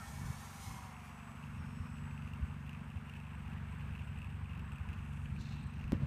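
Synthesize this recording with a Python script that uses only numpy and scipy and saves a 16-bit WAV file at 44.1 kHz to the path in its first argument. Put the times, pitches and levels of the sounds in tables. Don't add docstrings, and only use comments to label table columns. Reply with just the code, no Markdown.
import sys
import numpy as np
from scipy import signal
from scipy.fft import rfft, irfft
from scipy.io import wavfile

SR = 44100
rng = np.random.default_rng(int(sys.argv[2]) if len(sys.argv) > 2 else 0)


def output_pcm(signal):
    pcm = np.clip(np.atleast_2d(signal).T, -1, 1) * 32767
    wavfile.write(sys.argv[1], SR, np.round(pcm).astype(np.int16))


N = 267246
TIME = np.arange(N) / SR


def from_db(db):
    return 10 ** (np.asarray(db) / 20)


def rms_one(x):
    return x / np.sqrt(np.mean(x ** 2) + 1e-20)


def in_time(rows):
    s, *columns = np.transpose(rows)
    return [np.interp(TIME, s, c) for c in columns]


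def swell(s, rise_s, fall_s):
    age = TIME - s
    return np.exp(1 - np.hypot(age / np.where(age < 0, rise_s, fall_s), 1))


def swells(rows):
    return np.sqrt(sum((from_db([[first], [second]]) * swell(s, rise, fall)) ** 2
                       for s, first, second, rise, fall in rows))


def humps(rows):
    return sum(height * swell(s, half_s, half_s) for s, height, half_s in rows)


def turns(hz):
    return np.cumsum(hz) / SR


def drift(rate_hz):
    f = np.arange(N // 2 + 1) * SR / N
    return rms_one(irfft(rfft(rng.standard_normal(N)) * (f > 0) / (1 + (f / rate_hz) ** 2) ** 2, N))


def noise(colour):
    hz, db = np.transpose(colour)
    f = np.maximum(np.arange(N // 2 + 1) * SR / N, 1)
    shape = from_db(np.interp(np.log(f), np.log(hz), db))
    skirts = np.minimum(f / hz[0], 1) ** 2 * np.minimum(hz[-1] / f, 1) ** 2
    return rms_one(irfft(rfft(rng.standard_normal(N)) * shape * skirts, N))


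def resonate(x, hz, width_hz):
    r = np.exp(-np.pi * width_hz / SR)
    feedback = [1, -2 * r * np.cos(2 * np.pi * hz / SR), r * r]
    return signal.lfilter(np.array([1, 0, -1]) * (1 - r * r) / 2, feedback, x + 1e-18)


def tone(hz, waver_hz, rate_hz, flutter_db):
    phase = turns(hz + waver_hz * drift(rate_hz)) + rng.random()
    return np.sqrt(2) * np.sin(2 * np.pi * phase) * from_db(flutter_db * drift(19))


PASS_S, DISTANCE_M, SPEED_M_PER_S = 0.78, 10.7, 6.4
TAIL_ON_S, TURN_S = 0.88, 0.084
# t/s, pitch as a share of that on approach
PASS_PITCH = [(.6, 1.0), (.8, .955), (1.0, .905), (1.18, .875), (1.45, .85), (2.4, .83)]
def plane():
    pitch, = in_time(PASS_PITCH)
    nearness = DISTANCE_M / np.hypot(DISTANCE_M, SPEED_M_PER_S * (TIME - PASS_S))
    behind = (1 + np.tanh((TIME - TAIL_ON_S) / (2 * TURN_S))) / 2
    return nearness * (wires(pitch) + propeller(pitch, behind) + airflow(behind))


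# t/s, f/Hz on approach, level/dB at 10.7 m, half length/s
THIN_WIRES = [(0.283, 2240, -67, 0.11), (0.72, 2214, -65.5, 0.079), (.8, 1022, -63, 0.069),
              (0.927, 2260, -70, 0.047), (1.07, 2650, -68, 0.046), (2.15, 2530, -69.5, .09)]
# t/s, level/dB at 10.7 m
MAIN_WIRE = [(0, -63), (.22, -65), (.36, -71), (.54, -64.5), (.7, -62), (.95, -66.5), (1.17, -69.5),
             (1.33, -71), (1.7, -105)]
def wires(pitch, main_hz=802):
    thin = 0
    for s, hz, db, half_s in THIN_WIRES:
        whistle = tone(hz * pitch, waver_hz=8.45, rate_hz=31.5, flutter_db=1.5)
        thin += from_db(db) * swell(s, half_s, half_s) * whistle
    main_db, = in_time(MAIN_WIRE)
    return thin + from_db(main_db) * tone(main_hz * pitch, waver_hz=8.6, rate_hz=46, flutter_db=0.7)


# multiple of the blade rate, relative level/dB
BLADE_HARMONICS = [(2, -16), (3, 7.5), (4, 7.5), (5, 2)]
def propeller(pitch, behind, blade_hz=449.4, throttle_db=14.5, wind_down_s=0.3):
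    level_db = -83 - 8 * behind + throttle_db * np.exp(-TIME / wind_down_s)
    hum = sum(from_db(db) * tone(k * blade_hz * pitch, waver_hz=28.9, rate_hz=80, flutter_db=4.5)
              for k, db in BLADE_HARMONICS)
    return from_db(level_db) * hum


# f/Hz, relative level/dB
RUSH_SPECTRUM = [(300, -18), (600, 3), (800, 3.5), (1050, 8), (1400, 2), (1800, -7), (2200, 1), (3000, -32),
                 (5000, -26)]
HISS_SPECTRUM = [(1000, -3), (2000, -9.5), (3200, -0.5), (5000, -1.5), (6300, 2), (7700, -2.5), (8900, 0),
                 (10200, -5), (11700, -3.5), (13000, -9.5), (15500, -12)]
# t/s, level change/dB, half length/s
HISS_FLARES = [(.35, -0.5, .09), (0.645, 5, 0.022), (.79, 1, 0.022), (1.076, 5, 0.025)]
def airflow(behind, slowing_db_per_s=1.5, ground_lag_ms=1.273, lag_halved_s=2.3):
    side_on = swell(0.74, rise_s=0.06, fall_s=0.17)
    rush_db = -60 + 0.5 * side_on - 1.5 * behind
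    hiss_db = -59 - 14 * behind - slowing_db_per_s * np.maximum(TIME - PASS_S, 0) + humps(HISS_FLARES)
    rush = from_db(rush_db + drift(23)) * noise(RUSH_SPECTRUM)
    hiss = from_db(hiss_db + 0.8 * drift(31)) * noise(HISS_SPECTRUM)
    lag_ms = ground_lag_ms / (1 + TIME / lag_halved_s)
    echo = np.interp(TIME - lag_ms / 1000, TIME, 0.42 * rush + 0.24 * hiss)
    return rush + hiss + echo


# t/s, f/Hz
SWITCHING_PITCH = [(0, 8035), (.4, 8010), (.75, 7930), (1.2, 7885), (2, 7860)]
# t/s, tone level/dB, side tone level/dB, rise/s, fall/s
WHINE_SPELLS = [(.06, -74, -79, .06, 0.099), (.68, -97, -91, .05, .05), (1.24, -77.5, -89, 0.21, 0.16),
                (1.62, -86, -80.5, 0.071, 0.22), (1.77, -75, -95, .015, 0.013),
                (2.04, -75, -86, 0.11, 0.091), (2.48, -84, -93, .05, .05), (3.22, -89, -91, 0.081, 0.05),
                (4.72, -89, -96, 0.08, 0.076)]
def controller(side_hz=8470):
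    hz, = in_time(SWITCHING_PITCH)
    main_gain, side_gain = swells(WHINE_SPELLS)
    main = tone(hz, waver_hz=15, rate_hz=140, flutter_db=2)
    side = tone(side_hz, waver_hz=60, rate_hz=150, flutter_db=2.5)
    return from_db(drift(70)) * (main_gain * main + side_gain * side)


# t/s, rumble level/dB
STEADY_WIND = [(.1, -55.5), (.55, -60), (1.3, -55.5), (1.7, -53), (2.6, -52.5), (3.15, -56.5), (3.6, -52.5),
               (4.5, -51), (5.4, -49), (6, -48.5)]
# t/s, rumble level/dB, rough part level/dB, rise/s, fall/s
LOW_SURGES = [(.25, -45.5, -74, 0.1, 0.069), (.315, -55, -61, 0.011, 0.015), (.9, -65, -66, 0.02, 0.03),
              (.68, -51, -69, 0.012, 0.082), (1.58, -65, -80, 0.028, 0.033), (2.48, -59, -90, 0.2, 0.047),
              (5.36, -53, -84, 0.061, 0.043), (5.929, -35.5, -42.5, 0.0042, 0.018),
              (6.035, -36, -47.5, 0.025, 0.016)]
# f/Hz, relative level/dB
RUMBLE_SPECTRUM = [(20, -19), (35, -7), (55, 2.5), (80, 0.5), (130, 2.5), (200, -3.5), (260, -12),
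                   (330, -19.5), (600, -34.5)]
ROUGH_SPECTRUM = [(150, 6.5), (240, 4.5), (350, -10.5), (520, -1), (750, -16), (1000, -11.5), (2500, -21.5)]
# t/s, envelope level/dB, f/Hz, half length/s
LOW_PULSES = [(.217, -35.5, 126, 0.002), (0.3062, -31, 122, 0.003), (0.678, -39, 90, 0.0037),
              (1.596, -36, 87, 0.0098), (1.806, -31.5, 86, 0.0066), (2.433, -27.5, 71, 0.01),
              (2.968, -36, 88, 0.0083), (5.851, -41, 46, 0.011), (5.932, -18.5, 203, 0.001),
              (5.946, -34.5, 130, 0.0054), (6.036, -24.5, 125, 0.0039)]
def wind_and_thump(rough_db=-25.5):
    wind_db, = in_time(STEADY_WIND)
    steady = from_db([wind_db, wind_db + rough_db])
    rumble_gain, rough_gain = np.hypot(steady, swells(LOW_SURGES))
    low = rumble_gain * from_db(2.06 * drift(8.4)) * noise(RUMBLE_SPECTRUM)
    low += rough_gain * noise(ROUGH_SPECTRUM)
    for s, db, hz, half_s in LOW_PULSES:
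        low -= from_db(db) * swell(s, half_s, half_s) * np.sin(2 * np.pi * hz * (TIME - s))
    return low


# f/Hz, relative level/dB
LEAF_SPECTRUM = [(200, -31), (330, -3), (440, 1.5), (580, -6), (900, 5), (1200, 3.5), (1650, 3),
                 (2050, -1.5), (2600, -2.5), (3300, -10.5), (4200, -19.5), (6500, -25), (8700, -23),
                 (11000, -31), (15000, -27.5)]
# t/s, extra level/dB, half length/s
LEAF_BREEZES = [(3.8, 2.1, 0.16), (4.83, 1.4, 0.15)]
def leaves(level_db=-60):
    hiss = noise(LEAF_SPECTRUM)
    patches = sum(drift(34) * resonate(hiss, hz, width_hz=93) for hz in np.geomspace(800, 2200, 9))
    return from_db(level_db + humps(LEAF_BREEZES) + 0.5 * drift(14)) * (hiss + 0.31 * patches)


# t/s, speed/rpm
IDLE_SPEED = [(.5, 1421), (1.7, 1438.5), (3.7, 1430.6), (5.7, 1409.7)]
def engine():
    rpm, = in_time(IDLE_SPEED)
    shaft = turns(rpm / 60) + 1 / 4
    return throb(shaft) + clatter(shaft)


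# t/s, overall level/dB, thud against knock/dB, knock tilt/(dB per octave)
THROB_BALANCE = [(0, -53.5, 2.5, 5.5), (1.05, -52, -2, 6), (1.3, -49.5, -2.5, 6), (1.95, -43.5, -3.5, 2.5),
                 (2.35, -43.5, -0.5, 1.5), (3.12, -47, -4, 1.5), (3.5, -44.5, 1.5, 0.5),
                 (4.7, -44.5, 1.5, -5), (5.3, -44.5, 2, 0), (5.8, -42.5, -1, -0.5)]
# t/s, share by which even turns beat harder and odd turns softer
THROB_LIMP = [(.95, 0.083), (1.42, -0.41), (1.82, -0.24), (1.93, 0.77), (2.06, -0.7), (2.3, 0.52),
              (2.75, 0.11), (2.97, -.55), (3.15, 0.45), (3.52, -0.4), (3.71, -0.099), (4.05, 0.39),
              (4.58, 0.42), (4.79, -0.98), (4.95, -0.52), (5.12, 0.69), (5.3, -0.91), (5.55, 0.38),
              (5.66, -0.67), (5.77, .45)]
# multiple of the shaft rate, relative level/dB
SHAFT_HARMONICS = [(2, -22), (3, 1.5), (4, 1.5), (5, -11.5), (6, 1), (7, -5), (8, -11.5), (9, -5.5),
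                   (10, -8), (11, -22.5), (12, -35), (14, -52)]
def throb(shaft, knock_turn=0.459, jitter_rad=0.2):
    level_db, thud_db, tilt_db = in_time(THROB_BALANCE)
    limp, = in_time(THROB_LIMP)
    low, high = SHAFT_HARMONICS[:4], SHAFT_HARMONICS[4:]
    thud_gain = from_db(thud_db) * (1 + limp * np.cos(np.pi * shaft) + 0.073 * drift(12))
    thud = sum(from_db(db) * np.cos(2 * np.pi * k * shaft) for k, db in low)
    knock = 0
    for k, db in high:
        gain = from_db(db + tilt_db * np.log2(k / high[0][0]) + drift(6.9))
        knock += gain * np.sin(2 * np.pi * k * (shaft - knock_turn) + jitter_rad * drift(13))
    return from_db(level_db) * rms_one(thud_gain * thud + knock)


# t/s, extra level/dB, half length/s
CLATTER_SWELLS = [(1.4, 1, 0.095), (1.7, 0.5, 0.042), (2.75, 1, 0.02), (3.18, 4, 0.05), (3.52, 3, 0.018),
                  (3.97, 5.5, 0.066), (4.235, 2, 0.019), (4.58, 2, 0.032), (4.95, 5.5, 0.028),
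                  (5.27, 5.5, 0.018), (5.56, 7.5, 0.017), (5.88, 3.5, 0.043)]
# t/s, envelope level/dB
SHARP_TICKS = [(1.427, -60), (2.177, -48.5), (2.276, -50), (2.335, -46.5), (2.6934, -43.5), (2.7304, -48),
               (2.7487, -52), (2.902, -52), (3.096, -47.5), (3.169, -53), (3.201, -50), (3.479, -52),
               (4.175, -53), (4.188, -49), (4.2182, -46), (4.228, -51), (4.2448, -46.5), (4.324, -54),
               (4.533, -49.5), (4.575, -50), (4.594, -48), (4.719, -47.5), (4.758, -49.5), (4.7834, -48.5),
               (4.889, -47.5), (4.93, -50), (5.363, -48), (5.524, -52), (5.792, -51.5), (5.8403, -47),
               (5.878, -54)]
def clatter(shaft, clicks_per_s=540, force_db=-43.5, fade_in_s=0.65):
    bunch = 1 + 0.7 * np.cos(2 * np.pi * 3 * (shaft - 0.48))
    clicks = (rng.random(N) < clicks_per_s * bunch / SR) * rng.choice([-1, 1], N)
    strength = from_db(4 * np.tanh(rng.standard_normal(N)) + 5.2 * np.tanh(drift(76)))
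    fade_in = 1 - np.exp(-TIME / fade_in_s)
    force = from_db(force_db + humps(CLATTER_SWELLS)) * fade_in * rms_one(clicks * strength)
    ticks = np.zeros(N)
    for s, db in SHARP_TICKS:
        age = np.maximum(TIME - s, 0)
        envelope = from_db(db) * age / 0.0012 * np.exp(1 - age / 0.00098)
        ping = np.sin(2 * np.pi * rng.normal(2636, 60) * age)
        ticks += envelope * (from_db(2.5) * ping + from_db(-12) * rng.standard_normal(N))
    pair = resonate(force, hz=2698, width_hz=297) - 0.6 * resonate(force, hz=2370, width_hz=530)
    ring = resonate(pair, hz=2740, width_hz=16700)
    lowpass = signal.butter(1, 11000, fs=SR, output="sos")
    return ring + signal.sosfilt(lowpass, from_db(-35.5) * force + ticks)


# loudest at t/s, f/Hz there, level/dB, half length/s
TRILL_PHRASES = [(1.351, 8050, -72.5, 0.087), (1.9, 8150, -74, 0.054), (2.4, 8250, -77, 0.11),
                 (2.878, 8180, -77.5, 0.15), (3.37, 8100, -75.5, 0.097), (3.811, 8140, -76, 0.13),
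                 (4.23, 8030, -76, 0.15), (4.715, 8000, -73.5, 0.069), (5.188, 8150, -75, 0.091),
                 (5.666, 8180, -73, 0.11)]
def insect(notes_per_s=27.6, climb_hz_per_s=1200, note_fall_hz=550):
    note_phase = (notes_per_s * TIME) % 1
    note_gain = np.sin(np.pi * note_phase) ** 4
    phrases = 0
    for s, hz, db, half_s in TRILL_PHRASES:
        note_hz = hz + climb_hz_per_s * (TIME - s) - note_fall_hz * (note_phase - 0.5)
        trill = tone(note_hz, waver_hz=199, rate_hz=510, flutter_db=1.5)
        phrases += from_db(db) * swell(s, half_s, half_s) * trill
    build_up = np.clip(TIME - TRILL_PHRASES[0][0], 0, 1)
    scattered = from_db(-85.5) * build_up * tone(8160, waver_hz=305, rate_hz=850, flutter_db=3)
    return note_gain * phrases + scattered


def buzzing_bird(middle_s=1.78, half_s=0.24, level_db=-78.5, hz=5340, sag_hz_per_s=320):
    held = np.exp(-((TIME - middle_s) / half_s) ** 6)
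    droop_hz = 162 * swell(middle_s + half_s, rise_s=0.063, fall_s=0.063)
    buzz_hz = hz - sag_hz_per_s * (TIME - middle_s) - droop_hz
    return from_db(level_db) * held * tone(buzz_hz, waver_hz=150, rate_hz=315, flutter_db=1.5)


# f/Hz, relative level/dB
WHEEL_SPECTRUM = [(700, -33), (1100, 8), (1500, 7), (2000, -9), (3000, -30)]
def wheels(level_db=-65):
    roll = swell(4.73, rise_s=0.2, fall_s=0.23)
    return from_db(level_db + 2 * drift(90)) * roll * noise(WHEEL_SPECTRUM)


# t/s, swish level/dB, fine hiss level/dB, rise/s, fall/s
SLEEVE_STROKES = [(4.95, -78, -90, .025, 0.045), (5.2, -98, -76.5, 0.17, 0.094),
                  (5.413, -81, -75, 0.011, 0.014), (5.78, -77, -100, 0.064, 0.12)]
# f/Hz, relative level/dB
SWISH_SPECTRUM = [(2400, -32), (3300, -13), (3900, -8), (4900, -13), (6500, -12), (8500, -37), (12000, -48),
                  (15000, -38)]
FIBRE_SPECTRUM = [(4000, -19), (6000, 8), (9000, 7), (12000, 2), (14000, -17)]
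def sleeve():
    swish_gain, fibre_gain = swells(SLEEVE_STROKES)
    grain = from_db(2 * drift(110))
    return grain * (swish_gain * noise(SWISH_SPECTRUM) + fibre_gain * noise(FIBRE_SPECTRUM))


# t/s, pitched core level/dB, rasp level/dB, rise/s, fall/s
CALL_PARTS = [(5.413, -70, -62.5, 0.011, 0.011), (5.49, -68.5, -68, 0.049, 0.059),
              (5.61, -76, -86, .03, 0.065)]
# f/Hz, relative level/dB
CORE_TONES = [(3660, -0.5), (4090, 1)]
RASP_SPECTRUM = [(3200, -11), (4200, -1), (4750, -6), (5100, -6), (5600, -5), (6350, -7), (7300, -10),
                 (8800, -22)]
def rasping_bird(sag_hz_per_s=200):
    core_gain, rasp_gain = swells(CALL_PARTS)
    sag_hz = sag_hz_per_s * (TIME - CALL_PARTS[0][0])
    core = sum(from_db(db) * tone(hz - sag_hz, waver_hz=210, rate_hz=265, flutter_db=1)
               for hz, db in CORE_TONES)
    return from_db(2 * drift(150)) * (core_gain * core + rasp_gain * noise(RASP_SPECTRUM))


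def click(start_s=5.9212, level_db=-25.5, rise_s=0.000018, fall_s=0.0021):
    age = np.maximum(TIME - start_s, 0)
    return -from_db(level_db) * (1 - np.exp(-age / rise_s)) * np.exp(-age / fall_s)


def scene():
    mix = plane() + controller() + wind_and_thump() + leaves() + engine()
    mix += insect() + buzzing_bird() + wheels() + sleeve() + rasping_bird() + click()
    return mix[None]


def record(dry, cutoff_hz=15300):
    return signal.sosfilt(signal.ellip(12, 0.1, 80, cutoff_hz, fs=SR, output="sos"), dry)


dry = scene()
out = record(dry)
output_pcm(out)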